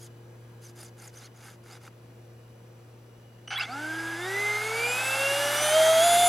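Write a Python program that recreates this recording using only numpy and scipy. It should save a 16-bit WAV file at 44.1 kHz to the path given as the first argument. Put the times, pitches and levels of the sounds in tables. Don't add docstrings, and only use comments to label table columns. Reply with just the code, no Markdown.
import sys
import numpy as np
from scipy.fft import rfft, irfft, next_fast_len
from scipy.io import wavfile
from scipy.ndimage import uniform_filter1d, map_coordinates

SR = 44100
rng = np.random.default_rng(int(sys.argv[2]) if len(sys.argv) > 2 else 0)


def inscribe(sig):
    pcm = np.round(np.clip(np.atleast_2d(sig).T, -1, 1) * 32767)
    wavfile.write(sys.argv[1], SR, pcm.astype(np.int16))


N = 276948
TIME = np.arange(N) / SR
CRUISE_HZ = 500
HISS_DB, HISS_DB_PER_OCTAVE = -38.5, 20
TURN_AWAY_S = 5.76

# t/s, f/Hz
FIRST_TURNS = [(3.525, 35.1), (3.587, 120.1), (3.612, 151.2)]
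SPOOL_UP = [(3.66, 208.3), (3.74, 272.8), (3.82, 304.6), (3.969, 325.4), (4.16, 331.6), (4.28, 378.3),
            (4.409, 410.8), (4.58, 421), (4.721, 443.8), (5.03, 520.1), (5.4, 569.3), (5.58, 586.8),
            (5.64, 603.6), (5.697, 606.4), (5.77, 634), (5.87, 641.5), (6.0, 654), (6.05, 689.3),
            (6.16, 694), (6.19, 704), (6.28, 703.5)]
# f/Hz, level at cruise/dB
AIRFRAME = [(220, -39), (330, -34.5), (395, -32), (425, -39), (445, -34), (490, -36.5), (513, -50),
            (555, -31), (595, -37), (635, -23), (705, -26.5)]
DUCT_MOUTH = [(620, -40), (760, -31.5), (880, -36), (1000, -51), (1200, -48), (1310, -38), (1450, -49),
              (1565, -37.5), (1650, -40.5), (1730, -41), (1916, -46.5), (2110, -45)]
INTAKE = [(1150, -41), (1320, -31.5), (1560, -27), (1800, -35.5), (2070, -25.5), (2190, -35.5), (2400, -28),
          (2620, -35), (2750, -31.5), (2920, -43), (3170, -35.5), (3520, -33)]
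NOZZLE = [(3350, -49), (3720, -41.5), (4050, -56.5), (4850, -47), (5450, -58), (6050, -42.5), (6850, -45.5),
          (7350, -35), (8100, -45), (8750, -43), (9100, -33.5), (9600, -42), (9900, -40), (10350, -34.5)]
# shaft multiple, level against the hiss before the duct/dB
ROTOR_TONES = [(7, -9.5), (9, -6.5)]
# shaft multiple, level at cruise before the duct/dB
STRAIN_TONES = [(2, -52), (4, -53), (6, -47.5)]
# shaft multiple, level against the hiss before the roll-off/dB
TOP_BLADE_TONES = [(20, -14.5), (25, -25), (30, -15)]
# f/Hz, gain/dB
NOZZLE_ROLLOFF = [(12000, 0), (13000, -12), (14200, -5), (15500, -20)]
# f/Hz, width/Hz, gain/dB
DUCT_MODES = [(845, 198, 6.5), (1412, 407, 7.5), (2094, 145, 3), (2683, 87, -2.5), (3400, 250, -7.5),
              (4710, 660, -8), (5850, 270, -10.5), (7200, 290, -7.5)]
FAN_UNIT_MODES = [(813, 70, 7), (1500, 200, 9), (2140, 170, 6), (2630, 120, 3), (3280, 100, -13),
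                  (4360, 170, -6)]
CASING_MODES = [(1600, 1400, -14), (2230, 290, -3), (2720, 280, 1), (3420, 400, -6.5), (4640, 440, -8.5)]
SERVO_MODES = [(2020, 350, -4), (3740, 500, -2), (4950, 500, 5.5), (6240, 430, 7), (6940, 380, 5.5),
               (8000, 300, -1), (9130, 790, 4), (10000, 370, 0), (11300, 700, 1), (12650, 450, -4)]
# f/Hz, relative level/dB
EXHAUST_SPECTRUM = [(60, -45), (230, 2.5), (550, -0.5), (900, 8), (1200, -18), (3500, 7.5), (4800, -1.5),
                    (5500, -7.5), (6300, 2.5), (8200, 2), (10300, 4), (12500, -0.5), (13200, -19),
                    (13800, -6), (14600, -16), (15400, -14), (16200, -24)]
AIRFIELD_SPECTRUM = [(15, -58), (25, -19), (59, -14.5), (89, -11), (120, -10), (170, -8), (301, -11),
                     (344, -11.5), (405, -11.5), (463, -9.5), (695, -16.5), (2840, -30), (4610, -33.5),
                     (9000, -38), (12500, -38), (16000, -41)]
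# t/s, length/s, first f/Hz, last f/Hz, squeal/dB, rattle/dB
CURRENT_BURSTS = [(3.476, 0.0065, 3000, 2920, -40.5, -41), (3.484, 0.02, 2980, 2960, -51.5, -61),
                  (3.505, 0.035, 3020, 3000, -42, -33.5), (3.54, 0.02, 3070, 3100, -41, -35.5),
                  (3.559, 0.022, 3370, 3350, -32, -39), (3.577, 0.0176, 3925, 3904, -40.5, -40),
                  (3.596, 0.0205, 4980, 4950, -38.5, -32.5), (3.615, 0.023, 3750, 3720, -54, -35.5),
                  (3.616, 0.017, 4680, 4220, -43, -43), (3.633, 0.025, 3300, 3470, -53, -38.5),
                  (3.658, 0.042, 2050, 2260, -47, -50)]
# f/Hz, highest level/dB
WINDINGS = [(4600, -69), (6050, -48.5), (6800, -82), (7500, -48), (7900, -56), (8950, -60.5),
            (10000, -56.5), (10700, -68), (11700, -48), (12100, -74), (15000, -85)]
# start t/s, fastest t/s, end t/s, top mesh f/Hz, whirr/dB, rasp/dB, airframe buzz/dB
SERVO_MOVES = [(-.04, 0.033, .082, 1684, -54.5, -57.5, -63),
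               (0.609, 0.661, 0.72, 1583, -58.5, -56.5, -60.5),
               (0.748, 0.816, 0.9, 2490, -53, -54.5, -55.5), (.967, 1.044, 1.11, 2520, -54, -56.5, -55.5),
               (1.12, 1.172, 1.24, 1700, -55, -59.5, -58), (1.194, 1.248, 1.283, 1094, -54.5, -61.5, -58),
               (1.337, 1.374, 1.395, 1680, -65, -67, -63), (1.384, 1.452, 1.564, 2690, -61, -56.5, -53),
               (1.629, 1.733, 1.79, 1263, -59, -59, -54.5), (1.801, 1.855, 1.895, 2200, -63.5, -61, -55)]
# mesh multiple, relative level/dB
GEAR_TONES = [(1, -1), (2, 1), (3, -4), (4, 6.5), (5, -6), (6, 2.5), (7, -20), (8, -7), (10, -6)]
# t/s, level/dB
LINKAGE_STOPS = [(1.262, -52), (1.483, -42), (1.772, -47.5), (1.877, -40.5)]
# t/s, level/dB
HUM_SWELL = [(0.0, -48.5), (0.6, -49), (1.4, -52.5), (2.3, -50.5), (3.4, -52), (4.2, -47.5), (6.28, -48.5)]
# multiple, level against the hum/dB
HUM_TONES = [(1, -0.5), (2, -17.5), (3, -13), (4, -15.5)]
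# f/Hz, level/dB
DRIVE_WHINE = [(510, -71.5), (571, -80), (2439, -80.5)]
# t/s, level/dB
FADING_WHINE = [(0, -75), (.8, -73), (1.6, -85), (3.4, -88)]
# t/s, f/Hz
WHISTLE_PITCH = [(0, 2970), (.8, 2980), (1.9, 2860), (3.4, 2890)]
# multiple, level/dB
WHISTLE_TONES = [(1, -77.5), (2, -82)]
# f/Hz, side/dB, left over right/dB
JET_IMAGE = [(290, -15, 0.5), (650, -23, -0.5), (1800, -24, -1.2), (5000, -20, -0.7), (9000, -18.5, 0)]
NEAR_IMAGE = [(123, -60, 0.5), (556, -4, 2.5), (4900, -1.5, -0.1)]


def fan_tones(growth_db_per_octave=11.5, strain_db_per_octave=14.5, hard_pull_octaves_per_s=0.96):
    shaft_hz, octaves = shaft_speed()
    shaft = angle(shaft_hz)
    hiss_db = HISS_DB + HISS_DB_PER_OCTAVE * octaves
    acceleration = uniform_filter1d(np.gradient(octaves) * SR, size=4000)
    pull = np.tanh(acceleration / hard_pull_octaves_per_s)
    blur = 0.068 * amp(-11 * octaves)

    def harmonic(k):
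        return tone(k * (shaft + blur * wobble(110) * min(k / 10, 1) ** .5))

    def radiated(path, k):
        return colour(path, k * shaft_hz) * flicker(1.85, 45) * harmonic(k)

    airframe = colour(AIRFRAME, shaft_hz) * flicker(0.83, 30) * tone(shaft)
    intake = turning_away(db_per_s=13) * radiated(INTAKE, 5)
    nozzle = flicker(3, 22) * radiated(NOZZLE, 10)
    nozzle += amp(-5.5) * flicker(3, 22) * radiated(NOZZLE, 15)
    mouth = flicker(3, 22) * radiated(DUCT_MOUTH, 3)
    out = amp(growth_db_per_octave * octaves) * (airframe + mouth + intake + nozzle)
    uneven = sum(amp(hiss_db + db) * flicker(3.5, 7.7) * harmonic(k) for k, db in ROTOR_TONES)
    out += duct(uneven, narrowing=1.8)
    strain = sum(amp(db) * flicker(3.5, 12) * harmonic(k) for k, db in STRAIN_TONES)
    swell = amp(strain_db_per_octave * octaves + 4 * pull)
    out += duct(turning_away(db_per_s=13) * swell * strain)
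    for k, db in TOP_BLADE_TONES:
        out += amp(hiss_db + db) * flicker(3.5, 25) * colour(NOZZLE_ROLLOFF, k * shaft_hz) * harmonic(k)
    return out * gate(3.68, 5, 0.018)


def airflow(roar_db=-34, roar_db_per_octave=12.5):
    _, octaves = shaft_speed()
    roar = amp(roar_db + roar_db_per_octave * octaves) * unit(duct(rng.standard_normal(N)))
    hiss_gain = amp(HISS_DB + HISS_DB_PER_OCTAVE * octaves) * flicker(0.51, 25)
    hiss = hiss_gain * tailpipe(noise(EXHAUST_SPECTRUM))
    return (turning_away(db_per_s=8.5) * roar + hiss) * gate(3.52, 5, 0.027)


def shaft_speed():
    hz, = curves(np.vstack([FIRST_TURNS, SPOOL_UP]))
    return hz, np.log2(hz / CRUISE_HZ)


def turning_away(db_per_s):
    return amp(-db_per_s * np.maximum(TIME - TURN_AWAY_S, 0))


def duct(x, narrowing=1, top_hz=8500):
    return filtered(ring(x, DUCT_MODES, narrowing), lambda hz: 1 / (1 + (hz / top_hz) ** 6))


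def tailpipe(x, echo_s=0.000742, echo_db=-12.5):
    delay = echo_s * (1 + 0.018 * wobble(5))
    return unit(x - amp(echo_db) * map_coordinates(x, [(TIME - delay) * SR]))


def motor_start():
    out = cogging()
    rattle = rotor_rattle()
    waver = .25 * wobble(400)
    for start, length, from_hz, to_hz, squeal_db, rattle_db in CURRENT_BURSTS:
        burst = gate(start, length, .002)
        now = burst > 0
        hz = np.interp(TIME[now], [start, start + length], [from_hz, to_hz])
        phase = angle(hz) + waver[now]
        squeal = amp(squeal_db) * tone(phase)
        for k, db in (2, 0), (3, -8):
            squeal += np.minimum(colour(WINDINGS, k * hz), amp(squeal_db + db)) * tone(k * phase)
        out[now] += burst[now] * (squeal + amp(rattle_db) * rattle[now])
    return out


def cogging(slots=9, hold_until_s=3.586, fall_db_per_s=73):
    slot_hz = slots * shaft_speed()[0]
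    casing = sum(amp(db) / (1 + (2 * (2 * slot_hz - centre) / width) ** 2) ** 1.74
                 for centre, width, db in CASING_MODES)
    level_db = -27 - fall_db_per_s * np.maximum(TIME - hold_until_s, 0) + wobble(200)
    phase = angle(slot_hz)
    return amp(level_db) * casing * (tone(2 * phase) + amp(-9) * tone(phase)) * gate(3.525, .275, .01)


def rotor_rattle(jolts_per_s=480, decay_s=0.0015, low_hz=690, top_hz=5160):
    count = np.cumsum(jolts_per_s * np.exp(.4 * wobble(300))) / SR
    age_s = (count % 1) / jolts_per_s
    jolts = np.exp(-age_s / decay_s) * flicker(0.8, 170) * rng.standard_normal(N)
    band = lambda hz: 1 / np.sqrt(1 + (hz / top_hz) ** 6 + (low_hz / (hz + 1)) ** 10)
    return unit(filtered(ring(jolts, FAN_UNIT_MODES), band))


def servos(slowest=0.3, hold_s=.02):
    out = np.zeros(N)
    rasp = unit(filtered(ring(tooth_clicks(), SERVO_MODES), lambda hz: 1 / (1 + (hz / 13300) ** 16)))
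    buzz = unit(duct(tooth_clicks(), narrowing=0.91))
    scrape = flicker(1.26, 250)
    hunting = 1 + .04 * wobble(85)
    partials = [(k, amp(db) * flicker(4, 130)) for k, db in GEAR_TONES]
    slack = 1 + .12 * rng.standard_normal(N)
    case = lambda hz: np.abs(resonance(SERVO_MODES, hz)) / (1 + (hz / 12000) ** 10)
    for start, fastest, end, mesh_hz, whirr_db, rasp_db, buzz_db in SERVO_MOVES:
        now = (TIME > start) & (TIME < end)
        knots_s = [start, fastest - hold_s / 2, fastest + hold_s / 2, end]
        effort = np.interp(TIME[now], knots_s, [0, 1, 1, 0])
        hz = mesh_hz * (slowest + (1 - slowest) * effort) * hunting[now]
        mesh = angle(hz * slack[now])
        whirr = sum(gain[now] * case(k * hz) * tone(k * mesh) for k, gain in partials)
        whirr *= np.clip((TIME[now] - start) / (fastest - start), 0, 1) ** 0.88
        gears = amp(whirr_db) * unit(whirr) + amp(rasp_db) * rasp[now] + amp(buzz_db) * buzz[now]
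        out[now] += effort ** 0.56 * scrape[now] * gears
    return out


def tooth_clicks(per_s=5000, scatter_db=5):
    hits = rng.random(N) < per_s / SR
    return hits * rng.choice([-1, 1], N) * amp(scatter_db * rng.standard_normal(N))


def linkages(t60_s=0.031):
    knock = noise([(700, -15), (1400, 11), (3500, -16), (8000, -30), (15000, -48)])
    return knock * sum(gate(start, .1, 0.00083) * amp(db - 60 * np.abs(TIME - start) / t60_s)
                       for start, db in LINKAGE_STOPS)


def camcorder(drive_hz=117.35, fading_hz=1634):
    drive = angle(drive_hz * (1 + 0.00323 * wobble(3)))
    hum = sum(amp(db) * flicker(min(k - 1, 2), 6.3) * tone(k * drive) for k, db in HUM_TONES)
    whine = sum(amp(db) * flicker(0.86, 1.94) * tone(drive * hz / drive_hz) for hz, db in DRIVE_WHINE)
    whine += amp(curves(FADING_WHINE)[0]) * tone(drive * fading_hz / drive_hz)
    phase = angle(curves(WHISTLE_PITCH)[0] * (1 + 0.0169 * wobble(160)))
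    whistle = sum(amp(db) * flicker(1.7, 5.7) * tone(k * phase) for k, db in WHISTLE_TONES)
    return amp(curves(HUM_SWELL)[0]) * hum + whine + whistle


def airfield(level_db=-56.7, side_db=-15):
    gain = amp(level_db) * flicker(0.33, 3.91)
    return gain * noise(AIRFIELD_SPECTRUM), gain * amp(side_db) * noise(AIRFIELD_SPECTRUM)


def microphone_pair(x, image):
    image = np.asarray(image)
    knots_hz = np.geomspace(30, SR / 2, 60)
    signs = rng.choice([-1, 1], len(knots_hz))
    skew = lambda hz: np.tanh(10 * np.interp(hz, knots_hz, signs))
    side = filtered(x, lambda hz: 1j * skew(hz) * colour(image[:, :2], hz))
    lean = lambda hz: np.sqrt(colour(image[:, ::2], hz))
    return np.array([filtered(x + side, lean), filtered(x - side, lambda hz: 1 / lean(hz))])


def amp(db):
    return 10 ** (np.asarray(db) / 20)


def unit(x):
    return x / np.sqrt(np.mean(x ** 2) + 1e-20)


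def curves(rows):
    times, *columns = np.transpose(rows)
    return [np.interp(TIME, times, column) for column in columns]


def wobble(rate):
    return map_coordinates(rng.standard_normal(int(N * rate / SR) + 4), [TIME * rate])


def flicker(db, rate):
    return amp(db * wobble(rate))


def filtered(x, response):
    size = next_fast_len(N + SR // 4)
    return irfft(rfft(x, size) * response(np.fft.rfftfreq(size, 1 / SR)), size)[..., :N]


def colour(points, hz):
    f, db = np.transpose(points)
    return amp(np.interp(np.log(hz + 1), np.log(f), db))


def noise(points):
    return unit(filtered(rng.standard_normal(N), lambda hz: colour(points, hz)))


def resonance(modes, hz, narrowing=1):
    jf = 1j * hz / narrowing
    return sum(amp(db) * jf * width / (centre ** 2 - hz ** 2 + jf * width) for centre, width, db in modes)


def ring(x, modes, narrowing=1):
    return filtered(x, lambda hz: resonance(modes, hz, narrowing))


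def angle(hz):
    return 2 * np.pi * np.cumsum(hz) / SR


def tone(phase):
    return np.sqrt(2) * np.sin(phase + rng.uniform(0, 2 * np.pi))


def gate(start, length, edge):
    return np.clip(np.minimum(TIME - start, start + length - TIME) / edge + .5, 0, 1)


def scene():
    jet = fan_tones() + airflow() + motor_start() + servos() + linkages()
    out = microphone_pair(jet, JET_IMAGE)
    drive = camcorder()
    rush, side = airfield()
    return out + microphone_pair(drive + rush, NEAR_IMAGE) + [side, -side]


def record(dry):
    return filtered(dry, lambda hz: hz < 16300)


dry = scene()
out = record(dry)
inscribe(out)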